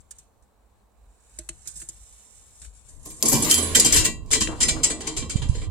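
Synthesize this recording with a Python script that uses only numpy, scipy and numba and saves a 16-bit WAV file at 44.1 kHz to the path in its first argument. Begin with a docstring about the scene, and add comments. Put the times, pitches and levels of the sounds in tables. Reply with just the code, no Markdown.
"""Furnace door and tongs outdoors

Steel tongs click and scrape on crucibles in a small furnace; then its sheet-steel door bangs and rattles to,
the loose latch rings and the casing booms. Blows and rubbing are noise forces that ring banks of decaying modes.
Wind on the two microphone ports and an open-air hush are shaped noise.
"""
import sys
import numpy as np
from scipy import signal
from scipy.fft import rfft, irfft
from scipy.io import wavfile
from scipy.ndimage import uniform_filter1d
from numba import njit

SR = 44100
rng = np.random.default_rng(int(sys.argv[2]) if len(sys.argv) > 2 else 0)


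def bounce(signal):
    """Save signal as a 16-bit WAV file at the path given by the first command-line argument."""
    frames = np.transpose(np.atleast_2d(signal))
    limited = np.clip(frames, -1, 1)
    pcm = np.round(limited * 32767).astype(np.int16)
    wavfile.write(sys.argv[1], SR, pcm)


N = 251628


def undb(db):
    """Amplitude ratio of a level in dB."""
    return 10 ** (np.asarray(db) / 20)


def curve(table):
    """Columns of a table, joined by straight lines in time."""
    time_s, *columns = np.transpose(table)
    return [np.interp(np.arange(N) / SR, time_s, column) for column in columns]


def during(table):
    """1 while a curve table lasts, else 0."""
    t = np.arange(N) / SR
    return (t >= table[0][0]) & (t <= table[-1][0])


def at_hz(table, hz):
    """A spectrum table read on a log-frequency axis."""
    table_hz, value = np.transpose(table)
    return np.interp(np.log(hz), np.log(table_hz), value)


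def sides(pan_db):
    """Left and right gains that differ by pan_db."""
    return undb(np.array([pan_db, -pan_db]) / 2)


def coloured(table):
    """Noise of rms 1 with the given spectrum."""
    hz = np.arange(1, N // 2 + 2) * SR / N
    x = irfft(rfft(rng.standard_normal(N)) * undb(at_hz(table, hz)), N)
    return x / np.std(x)


def flutter(depth_db, rate_per_s):
    """Gain that wanders by itself on each port: smoothed random steps in dB."""
    k = int(SR / rate_per_s)
    steps = np.repeat(rng.standard_normal((2, N // k + 1)), k, axis=1)
    smooth = uniform_filter1d(uniform_filter1d(steps, k, axis=1), k // 2, axis=1)
    return undb(depth_db * smooth[:, :N])


def grit(spread_db, apart):
    """Dense tiny impacts of uneven size, rms 1; the fraction apart is independent on each port."""
    size = undb(spread_db * np.minimum(rng.exponential(size=N), 4))
    apart = np.clip(apart, 0, 1)
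    shared = np.sqrt(1 - apart) * rng.standard_normal(N)
    x = size * (shared + np.sqrt(apart) * rng.standard_normal((2, N)))
    return x / np.std(x)


def chatter(times_s, db, t60_s, rise_s, pan_db):
    """Force envelope: every blow swells quickly and dies away as chatter."""
    out, t = np.zeros((2, N)), np.arange(SR // 2) / SR
    blows = np.broadcast(times_s, db, np.clip(t60_s, .004, 1), np.clip(rise_s, .0001, .03), pan_db)
    for start_s, level_db, decay_s, up_s, pan in blows:
        i = int(start_s * SR)
        shape = 1000 ** (-t / decay_s) * (1 - np.exp(-t / up_s))
        force = undb(level_db) * sides(pan)[:, None] * shape / shape.max()
        out[:, i:i + len(t)] += force[:, :N - i]
    return out


@njit
def resonate(force, blow, poles, gains, turn):
    """Decaying modes weight the force anew at each blow; the right port hears them phase-turned."""
    out = np.zeros((2, force.shape[1]))
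    for m in range(len(poles)):
        left, right = 0j, 0j
        for i in range(force.shape[1]):
            left = left * poles[m] + force[0, i] * gains[blow[i], m]
            right = right * poles[m] + force[1, i] * gains[blow[i], m]
            out[0, i] += left.imag
            out[1, i] += (right * turn[m]).imag
    return out


def ring(force, times_s, modes, scatter_db, turn_rad):
    """A body rung by the force; every blow lands elsewhere and shares its energy among the modes anew."""
    hz, db, t60_s = np.transpose(modes)
    radius = np.exp(-np.log(1000) / (np.clip(t60_s, .005, 2) * SR))
    chance = rng.standard_normal((len(times_s) + 1, len(hz)))
    share = np.sign(chance[::-1]) * undb(db + scatter_db * chance)
    gains = share * np.sqrt(2 * (1 - radius ** 2) / np.sum(share ** 2, axis=1, keepdims=True))
    blow = np.searchsorted(np.asarray(times_s) * SR, np.arange(N))
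    turn = np.exp(1j * turn_rad * rng.standard_normal(len(hz)))
    poles = radius * np.exp(2j * np.pi * hz / SR)
    out = resonate(force + 1e-18, blow, poles, gains, turn)  # offset avoids denormals
    edges_hz = [.7 * hz.min(), min(1.12 * hz.max(), .45 * SR)]
    return signal.sosfilt(signal.butter(4, edges_hz, "bandpass", fs=SR, output="sos"), out)


def sheet(colour, lo_hz, hi_hz, count, damping):
    """A random crowd of close modes that follows the colour of the steel."""
    # steel decay: (frequency [Hz], t60 at damping 1 [s])
    decay_table = [(1200, 0.017), (4000, 0.14), (8000, 0.088), (16000, 0.013)]
    hz = lo_hz + (hi_hz - lo_hz) * (np.arange(count) + rng.random(count)) / count
    return np.transpose([hz, at_hz(colour, hz), at_hz(decay_table, hz) / damping])


def steel(colour, times_s, dull, bright, top, damping, count):
    """Sheet steel as a crowd of modes; its middle, treble and top are driven apart."""
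    middle_modes = sheet(colour, 1181.0, 4500, count // 2, damping)
    treble_modes = sheet(colour, 4500, 10500, count, damping)
    top_modes = sheet(colour, 10500, 15900, count // 2, damping)
    middle = ring(dull * grit(3.8, 0.57), times_s, middle_modes, 1.55, 3.47)
    treble = ring(bright * grit(6.7, 0.076), times_s, treble_modes, 0.45, 3.97)
    return middle + treble + ring(top * grit(6.2, 1.0), times_s, top_modes, 10.4, 3.0)


def cracks(times_s, db, hz, pan_db):
    """First contact of a blow: a noise burst around its pitch, gone in milliseconds."""
    out, t = np.zeros((2, N)), np.arange(SR // 50) / SR
    for start_s, level_db, pitch_hz, pan in zip(times_s, db, hz, pan_db):
        edges_hz = [.55 * pitch_hz, 1.3 * pitch_hz]
        band = signal.butter(2, edges_hz, "bandpass", fs=SR, output="sos")
        burst = signal.sosfilt(band, rng.standard_normal((3, len(t)))) * np.exp(-t / 0.0019)
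        burst = burst[0] + 0.81 * burst[1:]  # shared part + one part per port
        i = int(start_s * SR)
        out[:, i:i + len(t)] += undb(level_db) * sides(pan)[:, None] * burst / np.abs(burst).max()
    return out


def door():
    """Blows and rattle drive the sheet, its clear modes, the latch and the casing."""
    # knocks: (time [s], relative level [dB], dull part [dB], chatter t60 [s], low latch ring [dB],
    # high latch ring [dB], boom [dB], left minus right [dB])
    knock_table = [(3.0543, -31, -6.5, 0.046, -74, -40, -10, 4),
                   (3.1, -35.5, -3.5, 0.057, -72, -57, -14.5, 5),
                   (3.2257, -9, -14, 0.026, -53, -24, -11.5, 0),
                   (3.2534, -10, -22, 0.074, -54, -32, -22.5, 3),
                   (3.2807, -10.5, -45, 0.11, -60, -8, -16.5, 2),
                   (3.3164, -12, -11, 0.061, -49, -28, -13.5, 6),
                   (3.326, -15.5, -8, 0.36, -42, -20, -4, -1.0),
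                   (3.4217, -15.5, -34, 0.086, -56, -11, -25, -1),
                   (3.4438, -18, -30, 0.04, -59, -23, -18, -5), (3.496, -9, -23, 0.12, -53, -30, -52, 1),
                   (3.5119, -5.5, -30, 0.047, -19, -9, -66, -1.0),
                   (3.541, -15, -41, 0.037, -28.5, -4.5, -27, -3),
                   (3.5768, -16, -5.5, 0.088, -30.5, -9.5, -12.5, -8.5),
                   (3.626, -29, -20, 0.052, -56, -11, -6, -9), (3.749, -2.5, -2, 0.078, -17, -6, -32, -1.5),
                   (3.7617, -11, -33, 0.086, -33, -25, -15.5, 3),
                   (3.7973, 0.5, -35, 0.022, -47.5, -11, -57, -0.5),
                   (3.8454, -7, -29, 0.066, -25.5, -19, -21, 3),
                   (3.8555, -8.5, -8, 0.07, -27.5, -28, -31, -3), (3.9227, -7, -8.5, 0.1, -56, -28, -27, 2),
                   (3.941, -13, -17, 0.096, -29, -6, -15, 0), (3.961, -6.5, -6, 0.16, -31, -27, -43, 3.5),
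                   (3.9984, -28, -30, 0.091, -54, -36, -33, 5),
                   (4.0433, -20.5, 6.5, 0.086, -45, -30, -23, -8.5),
                   (4.0486, -10.5, -5.5, 0.098, -42, -44, -25, 3),
                   (4.3049, -25, 2, 0.077, -51, -36, -7.5, 0), (4.3124, -10.5, -6, 0.093, -47, -26, -26, 1),
                   (4.328, -8, -4.5, 0.093, -36, -33, -25, 6.5),
                   (4.349, -19.5, 1.5, 0.086, -34, -27, -8, -6),
                   (4.4061, -9.5, -1.5, 0.12, -31.5, -34, -17.5, 2),
                   (4.4708, -29, -9, 0.037, -40.5, -49, -0.5, 0),
                   (4.511, -42.5, 6, 0.035, -56, -57, 6.5, -5),
                   (4.6041, -10, -1.5, 0.17, -33, -35, -22, -0.5),
                   (4.6256, -16, -9, 0.07, -34, -26, -38, 14), (4.6374, -28, -6, 0.059, -44, -32, -39, -12),
                   (4.682, -9, 0, 0.1, -46, -39, -26, 0), (4.8327, -6, -7, 0.13, -57, -32, -33, 3),
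                   (4.9004, -17.5, -1.5, 0.11, -62, -44, -14, 1.5),
                   (5.005, -25, -1, 0.053, -50, -46, -21, -1),
                   (5.0697, -16.5, -2.5, 0.046, -41, -51, -13.5, 4.5),
                   (5.1652, -17.5, -1.5, 0.15, -44, -54, -20, 2.5),
                   (5.22, -39, 11, 0.07, -48, -60, 2.5, -3),
                   (5.2956, -20.5, -1.5, 0.13, -45, -45, -45, 2.5),
                   (5.358, -32.5, 3, 0.13, -46, -60, -13, 4), (5.4166, -33.5, 9, 0.13, -47, -60, -5.5, -1),
                   (5.486, -38, -8, 0.056, -66, -43, -26, -15), (5.5462, -35, 3, 0.086, -52, -66, -4.5, 1),
                   (5.6154, -45, 12.5, 0.033, -51.5, -63, -1.5, -3)]
    # rubbing and rattling between the blows: (time [s], relative level [dB])
    rattle_table = [(3.2, -55.5), (3.3, -38.5), (3.4, -38.5), (3.49, -34), (3.72, -38.5), (3.96, -34),
                    (4.1, -52), (4.2, -82), (4.3, -58), (4.6, -46), (4.98, -50.5), (5.09, -34.5),
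                    (5.22, -60.5), (5.65, -53.5), (5.71, -87)]
    # casing shaken by the door: (time [s], relative level [dB])
    shake_table = [(2.9, -65.5), (3.16, -56.5), (3.4, -28), (3.59, -34), (4.08, -33.5), (4.15, -49.5),
                   (4.54, -52), (4.64, -35), (5.32, -43.5), (5.71, -49)]
    # colour of the close steel modes: (frequency [Hz], relative level [dB])
    steel_colour = [(710, -40), (1200, -17.5), (1770, -13.5), (2000, -12.5), (2680, -15), (3080, -8.5),
                    (3360, -13.5), (4960, -6.5), (5900, -8), (7330, 1), (13300, -23), (15000, -29),
                    (16000, -41)]
    # upper clear modes: (frequency [Hz], relative level [dB], t60 [s])
    upper_modes = [(4490, -7, .22), (4670, -6, .28), (5128, -1, .25), (5470, -6, .15), (5950, -5, .17),
                   (6240, -3, .22), (6500, -2, .22), (6860, 0, .2), (7085, 1, .22), (7200, 0, .17),
                   (7320, 0, .17), (7535, 1, .24), (7810, 1, .26), (8420, 0, .2), (8720, -1, .24),
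                   (9200, -4, .17), (10940, -8, .12)]
    # lower clear modes: (frequency [Hz], relative level [dB], t60 [s])
    lower_modes = [(1945, -4, .25), (1975, -4, .25), (2345, 0, .16), (2735, -3, .3), (3400, -4, .25),
                   (3960, -3, .3), (3985, -3, .3), (4385, -4, .15)]
    # casing modes: (frequency [Hz], relative level [dB], t60 [s])
    casing_modes = [(132, -4, 0.085), (168, -6, 0.17), (188, -15.5, 0.092), (231.2, -1.5, 0.25),
                    (280.5, -1, 0.066), (315.9, -0.5, 0.26), (370.2, -4.5, 0.069), (443, -2.5, 0.079),
                    (490, -7.5, 0.064), (558, -10.5, 0.031), (644, -10, 0.04), (766, -14, 0.059),
                    (843, -20, 0.024), (876, -13, 0.036), (998, -10.5, 0.059), (1071, -6.5, 0.057),
                    (1180, -15.5, 0.069)]
    rise_s, swing_s = 0.0014, 3.2

    s, db, dull_db, t60_s, low_db, high_db, boom_db, pan_db = np.transpose(knock_table)
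    rattle = undb(curve(rattle_table)[0]) * during(rattle_table) * flutter(4.8, 12)
    rattle = rattle + chatter(s, db - 32, 0.23, 0.0025, 0.0)  # loose parts buzz on after each knock
    blows = chatter(s, db - 9.0, t60_s, rise_s, pan_db)
    dull = chatter(s, db + dull_db - 14, t60_s, rise_s, pan_db) + rattle * undb(-3.5)

    # the sound loses its top as the door closes
    knock_top_db = -12 - 15.5 * (s - swing_s)
    rattle_top_db = -2.5 - 13 * (np.arange(N) / SR - swing_s)
    top = chatter(s, db + knock_top_db, t60_s, rise_s, pan_db) + rattle * undb(rattle_top_db)

    crowd = steel(steel_colour, s, dull, blows + rattle, top, damping=1.9, count=110)
    clear = undb(-3) * ring(blows * grit(2.5, .5), s, upper_modes, 3.5, 1.5)
    clear += undb(-5) * ring(dull * grit(2.5, .4), s, lower_modes, 4., 1.5)
    push = chatter(s, db + boom_db - 3.0, 0.19, 0.00064, -1.9)
    push = push + undb(curve(shake_table)[0]) * during(shake_table) * sides(-1.4)[:, None]
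    boom = ring(push * grit(1.9, 0.12), s, casing_modes, 2.3, 0.8)
    contact = cracks(s, db - 8, np.full(len(s), 7060), pan_db)
    rings = latch(s, [low_db, high_db, high_db], pan_db)
    return crowd + clear + contact + rings + boom + hum()


def latch(times_s, rings_db, pan_db):
    """Every blow stops the ring of the loose latch and starts its decaying sines afresh."""
    # latch modes: (frequency [Hz], relative level [dB], t60 [s])
    latch_modes = [(3139, 2, .35), (7991, -12, .14), (9793, -14, .45)]
    t = np.arange(N) / SR
    blow = np.maximum(np.searchsorted(times_s, t) - 1, 0)
    since_s, out = t - times_s[blow], 0
    for (hz, mode_db, t60_s), db in zip(latch_modes, rings_db):
        decay = 1000 ** (-np.abs(since_s) / t60_s) * (since_s > 0)
        size = uniform_filter1d(undb(db[blow] + mode_db) * decay, SR // 500)  # 2 ms smoothing
        phase = 2 * np.pi * (hz * t + np.array([[0], [.2]]))  # ports 0.2 cycle apart
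        out = out + size * sides(pan_db[blow]) * np.sin(phase)
    return out


def hum():
    """One low mode of the casing: a sine with 40 ms fades."""
    # (start [s], stop [s], frequency [Hz], level [dB])
    hum_settings = (3.53, 3.79, 84, -30)
    start_s, stop_s, hz, db = hum_settings
    t = np.arange(N) / SR
    swell = np.clip(np.minimum(t - start_s, stop_s - t) / .04, 0, 1)
    return undb(db) * sides(0.0)[:, None] * swell * np.sin(2 * np.pi * hz * t)


def snaps():
    """Further sharp first contacts at some blows: short bursts of band noise."""
    # (time [s], level [dB], pitch [Hz], left minus right [dB])
    snap_table = [(3.2256, -2, 7930, 0.5), (3.5119, 0, 7520, -1.0), (3.5423, -3, 7990, -0.5),
                  (3.7988, 1, 7360, 0.0), (4.2622, -42, 7900, -1.5), (4.4734, -17, 2400, 5.0)]
    return cracks(*np.transpose(snap_table))


def scuffs():
    """Soft, dull rubs of a leather glove on the steel door: enveloped noise."""
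    # (time [s], relative level [dB], t60 [s], left minus right [dB])
    scuff_table = [(4.484, -29, 0.14, 16.5), (4.5194, -37.5, 0.13, 22), (4.5494, -45, 0.092, 19),
                   (4.762, -35, 0.1, 25), (4.788, -46, 0.12, 18)]
    # leather rub: (frequency [Hz], relative level [dB])
    glove_colour = [(150, -80), (600, -1), (950, -2), (1300, -2.5), (1900, -13), (2800, -41), (9000, -90)]
    s, db, t60_s, pan_db = np.transpose(scuff_table)
    own = np.array([coloured(glove_colour), coloured(glove_colour)])
    return chatter(s, db - 16.5, t60_s, 0.0085, pan_db) * (coloured(glove_colour) + 1.44 * own)


def tongs():
    """Light, well damped clicks, some with a thud, over soft rubbing."""
    # clicks: (time [s], relative level [dB], dull part [dB], relative chatter t60 [s], thud [dB],
    # left minus right [dB])
    click_table = [(0.0024, -47, -28, 0.046, -30, 8), (0.1077, -22.5, -20, 0.032, -43, -6),
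                   (0.184, -32, -32, 0.037, -28, -2), (0.4216, -53, -19, 0.066, -19, -1.5),
                   (1.3862, -16, -6.5, 0.013, -22.5, -2), (1.4886, -12.5, -3.5, 0.014, -26.5, 0),
                   (1.655, -38, -2, 0.16, -15, -3), (1.6732, -19, -31, 0.072, -35, -4.5),
                   (1.7559, -30, -41, 0.32, -19, -2), (1.798, -33.5, -12, 0.057, -24, -7),
                   (1.8158, -32.5, 2, 0.04, -8, 0.0), (1.887, -22.5, -32, 0.037, -23.5, 0),
                   (2.615, -36, -2, 0.15, -13, -4), (2.6456, -38, -1, 0.1, -17.5, 1),
                   (2.8863, -40, -21, 0.033, -12.5, -3)]
    # rubbing in the glove and on the crucibles: (time [s], relative level [dB])
    rub_table = [(0.0, -67.5), (0.07, -73.5), (0.16, -59.5), (0.34, -75), (0.6, -81.5), (1.0, -74),
                 (1.37, -57), (1.46, -58.5), (1.64, -55.5), (1.75, -53.5), (1.87, -59.5), (1.93, -53),
                 (2.15, -54.5), (2.5, -54.5), (2.64, -52), (2.71, -62), (2.77, -50), (2.83, -58),
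                 (2.89, -49.5), (3.0, -59.5), (3.07, -43), (3.22, -49)]
    # colour of the rubbed steel: (frequency [Hz], relative level [dB])
    rub_colour = [(710, -57), (1200, -21.5), (1680, -17.5), (3320, -21.5), (5300, -15), (6030, -10),
                  (6870, -4), (7740, 0), (8440, -2.5), (13900, -29), (16000, -52)]
    # jaw modes: (frequency [Hz], relative level [dB], t60 [s])
    jaw_modes = [(1770, 4, 0.025), (2660, -18, 0.074), (3690, 19, 0.03), (4600, -39.5, .04),
                 (6250, -8, 0.17), (8040, 28, 0.11), (7800, -4, .06), (8300, 4, .1), (9480, 5, 0.27)]
    # furnace casing struck by the tongs: (frequency [Hz], relative level [dB], t60 [s])
    thud_modes = [(151, -0.5, 0.12), (336, -7.5, 0.13), (625, -13.5, 0.086)]
    rise_s = 0.00045

    s, db, dull_db, t60_s, thud_db, pan_db = np.transpose(click_table)
    rub_db, = curve(rub_table)
    rub = undb(rub_db) * during(rub_table) * flutter(3.6, 12)
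    after = chatter(s, db - 41, 0.12, 0.0016, pan_db)  # jaws slide on for a moment
    bright = chatter(s, db - 9.5, t60_s, rise_s, pan_db) + rub + after
    dull = chatter(s, db + dull_db - 17.0, 0.76 * t60_s, rise_s, pan_db) + after
    dull = dull + rub * undb(-11 - 0.46 * (rub_db + 60))  # firmer rubbing is brighter
    thud_force = chatter(s, db + thud_db - 3, 0.042, 0.0016, pan_db) * grit(3.7, 0.043)
    thud = ring(thud_force, s, thud_modes, 2.2, 0.3)
    jaws = undb(-15.5) * ring(bright * grit(2.2, 0.54), s, jaw_modes, 1.0, 1.9)
    return steel(rub_colour, s, dull, bright, undb(-17) * bright, damping=2.74, count=60) + jaws + thud


def wind():
    """Unrelated rumble on each port, a narrow moan, and single pressure puffs."""
    # (time [s], relative level [dB], left minus right [dB])
    wind_table = [(0.0, -55, 14), (0.1, -65, 5), (0.4, -67, -2), (1.25, -65, -2), (1.75, -55.5, 4.5),
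                  (2.2, -64, -0.5), (2.55, -61.5, 4), (2.65, -54.5, 10), (2.8, -59, 4), (2.95, -49, 10),
                  (3.22, -48.5, 3), (3.36, -32, -3), (3.55, -44, -4), (3.82, -37.5, -8), (3.99, -23.5, 9),
                  (4.07, -34, -2), (4.24, -33.5, -6), (4.33, -29, 9), (4.42, -31.5, -5), (4.59, -32, 2),
                  (4.67, -31.5, -14), (5.1, -46, 5), (5.2, -32.5, -16), (5.3, -38, -1), (5.5, -23, -9.5),
                  (5.71, -32.5, -2)]
    # rumble: (frequency [Hz], relative level [dB])
    gust_colour = [(15, -19), (25, 6), (40, -2), (75, 0.5), (110, -2.5), (150, -9.5), (300, -45.5),
                   (1500, -110)]
    # narrow low moan: (frequency [Hz], relative level [dB])
    moan_colour = [(12, -86), (30, -34), (48, 2), (56, 0.5), (65, -1.5), (95, -39), (400, -110)]
    # the moan swells and fades: (centre [s], relative level [dB], half length to 1/e [s])
    swell_table = [(0.654, -58, 0.059), (1.06, -51.5, 0.074), (1.4, -48, 0.046), (1.525, -47.5, 0.051),
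                   (1.78, -50, 0.05), (2.017, -57, 0.12), (2.66, -53, 0.065)]
    # puffs on the ports, peaking 6 ms after: (time [s], level [dB], pitch [Hz], left minus right [dB])
    puff_table = [(5.353, -17, 107, -26.5), (5.395, -20, 95.5, 5), (5.468, -29, 69, -16),
                  (5.492, -12, 82.5, -19), (5.598, -38, 112, 2)]

    t = np.arange(N) / SR
    db, pan_db = curve(wind_table)
    rumble = np.array([coloured(gust_colour), coloured(gust_colour)])
    gust = undb(db - 2.0) * flutter(3.5, 17) * rumble
    moan = coloured(moan_colour) + 0.29 * np.array([coloured(moan_colour), coloured(moan_colour)])
    swells = sum(undb(d) * np.exp(-((t - s) / half_s) ** 2) for s, d, half_s in swell_table)
    moan_gain = undb(-62 + 0.69 * (db + 60)) + swells  # moan grows 0.69 dB per dB of wind
    out = sides(pan_db) * (gust + moan_gain * moan)
    for s, peak_db, hz, pan in puff_table:
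        cycles = (t - s - .006) * hz
        puff = np.cos(2 * np.pi * cycles) * np.exp(-(cycles / 0.32) ** 2)
        out = out + undb(peak_db) * sides(pan)[:, None] * puff
    return out


def hush():
    """Distant open-air noise, partly shared by both ports."""
    # (frequency [Hz], relative level [dB])
    hush_colour = [(59, -36), (100, 4.5), (153, -23), (192, 0.5), (260, -5), (384, -9.5), (408, -3),
                   (625, -6.5), (736, -4.5), (1080, -7.5), (1360, -14.5), (2650, -27.5), (13000, -29)]
    mid, side = coloured(hush_colour), coloured(hush_colour)
    return undb(-67.5) * (mid + 0.64 * side * np.array([[1], [-1]]))


def scene():
    """Sum of the sources on the two ports."""
    return door() + snaps() + scuffs() + tongs() + wind() + hush()


def record(dry):
    """Peaks clip at 0.97 of full scale; a steep low-pass then cuts the top."""
    top_hz = 16200
    return signal.sosfilt(signal.ellip(10, .2, 80, top_hz, fs=SR, output="sos"), np.clip(dry, -.97, .97))


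dry = scene()
out = record(dry)
bounce(out)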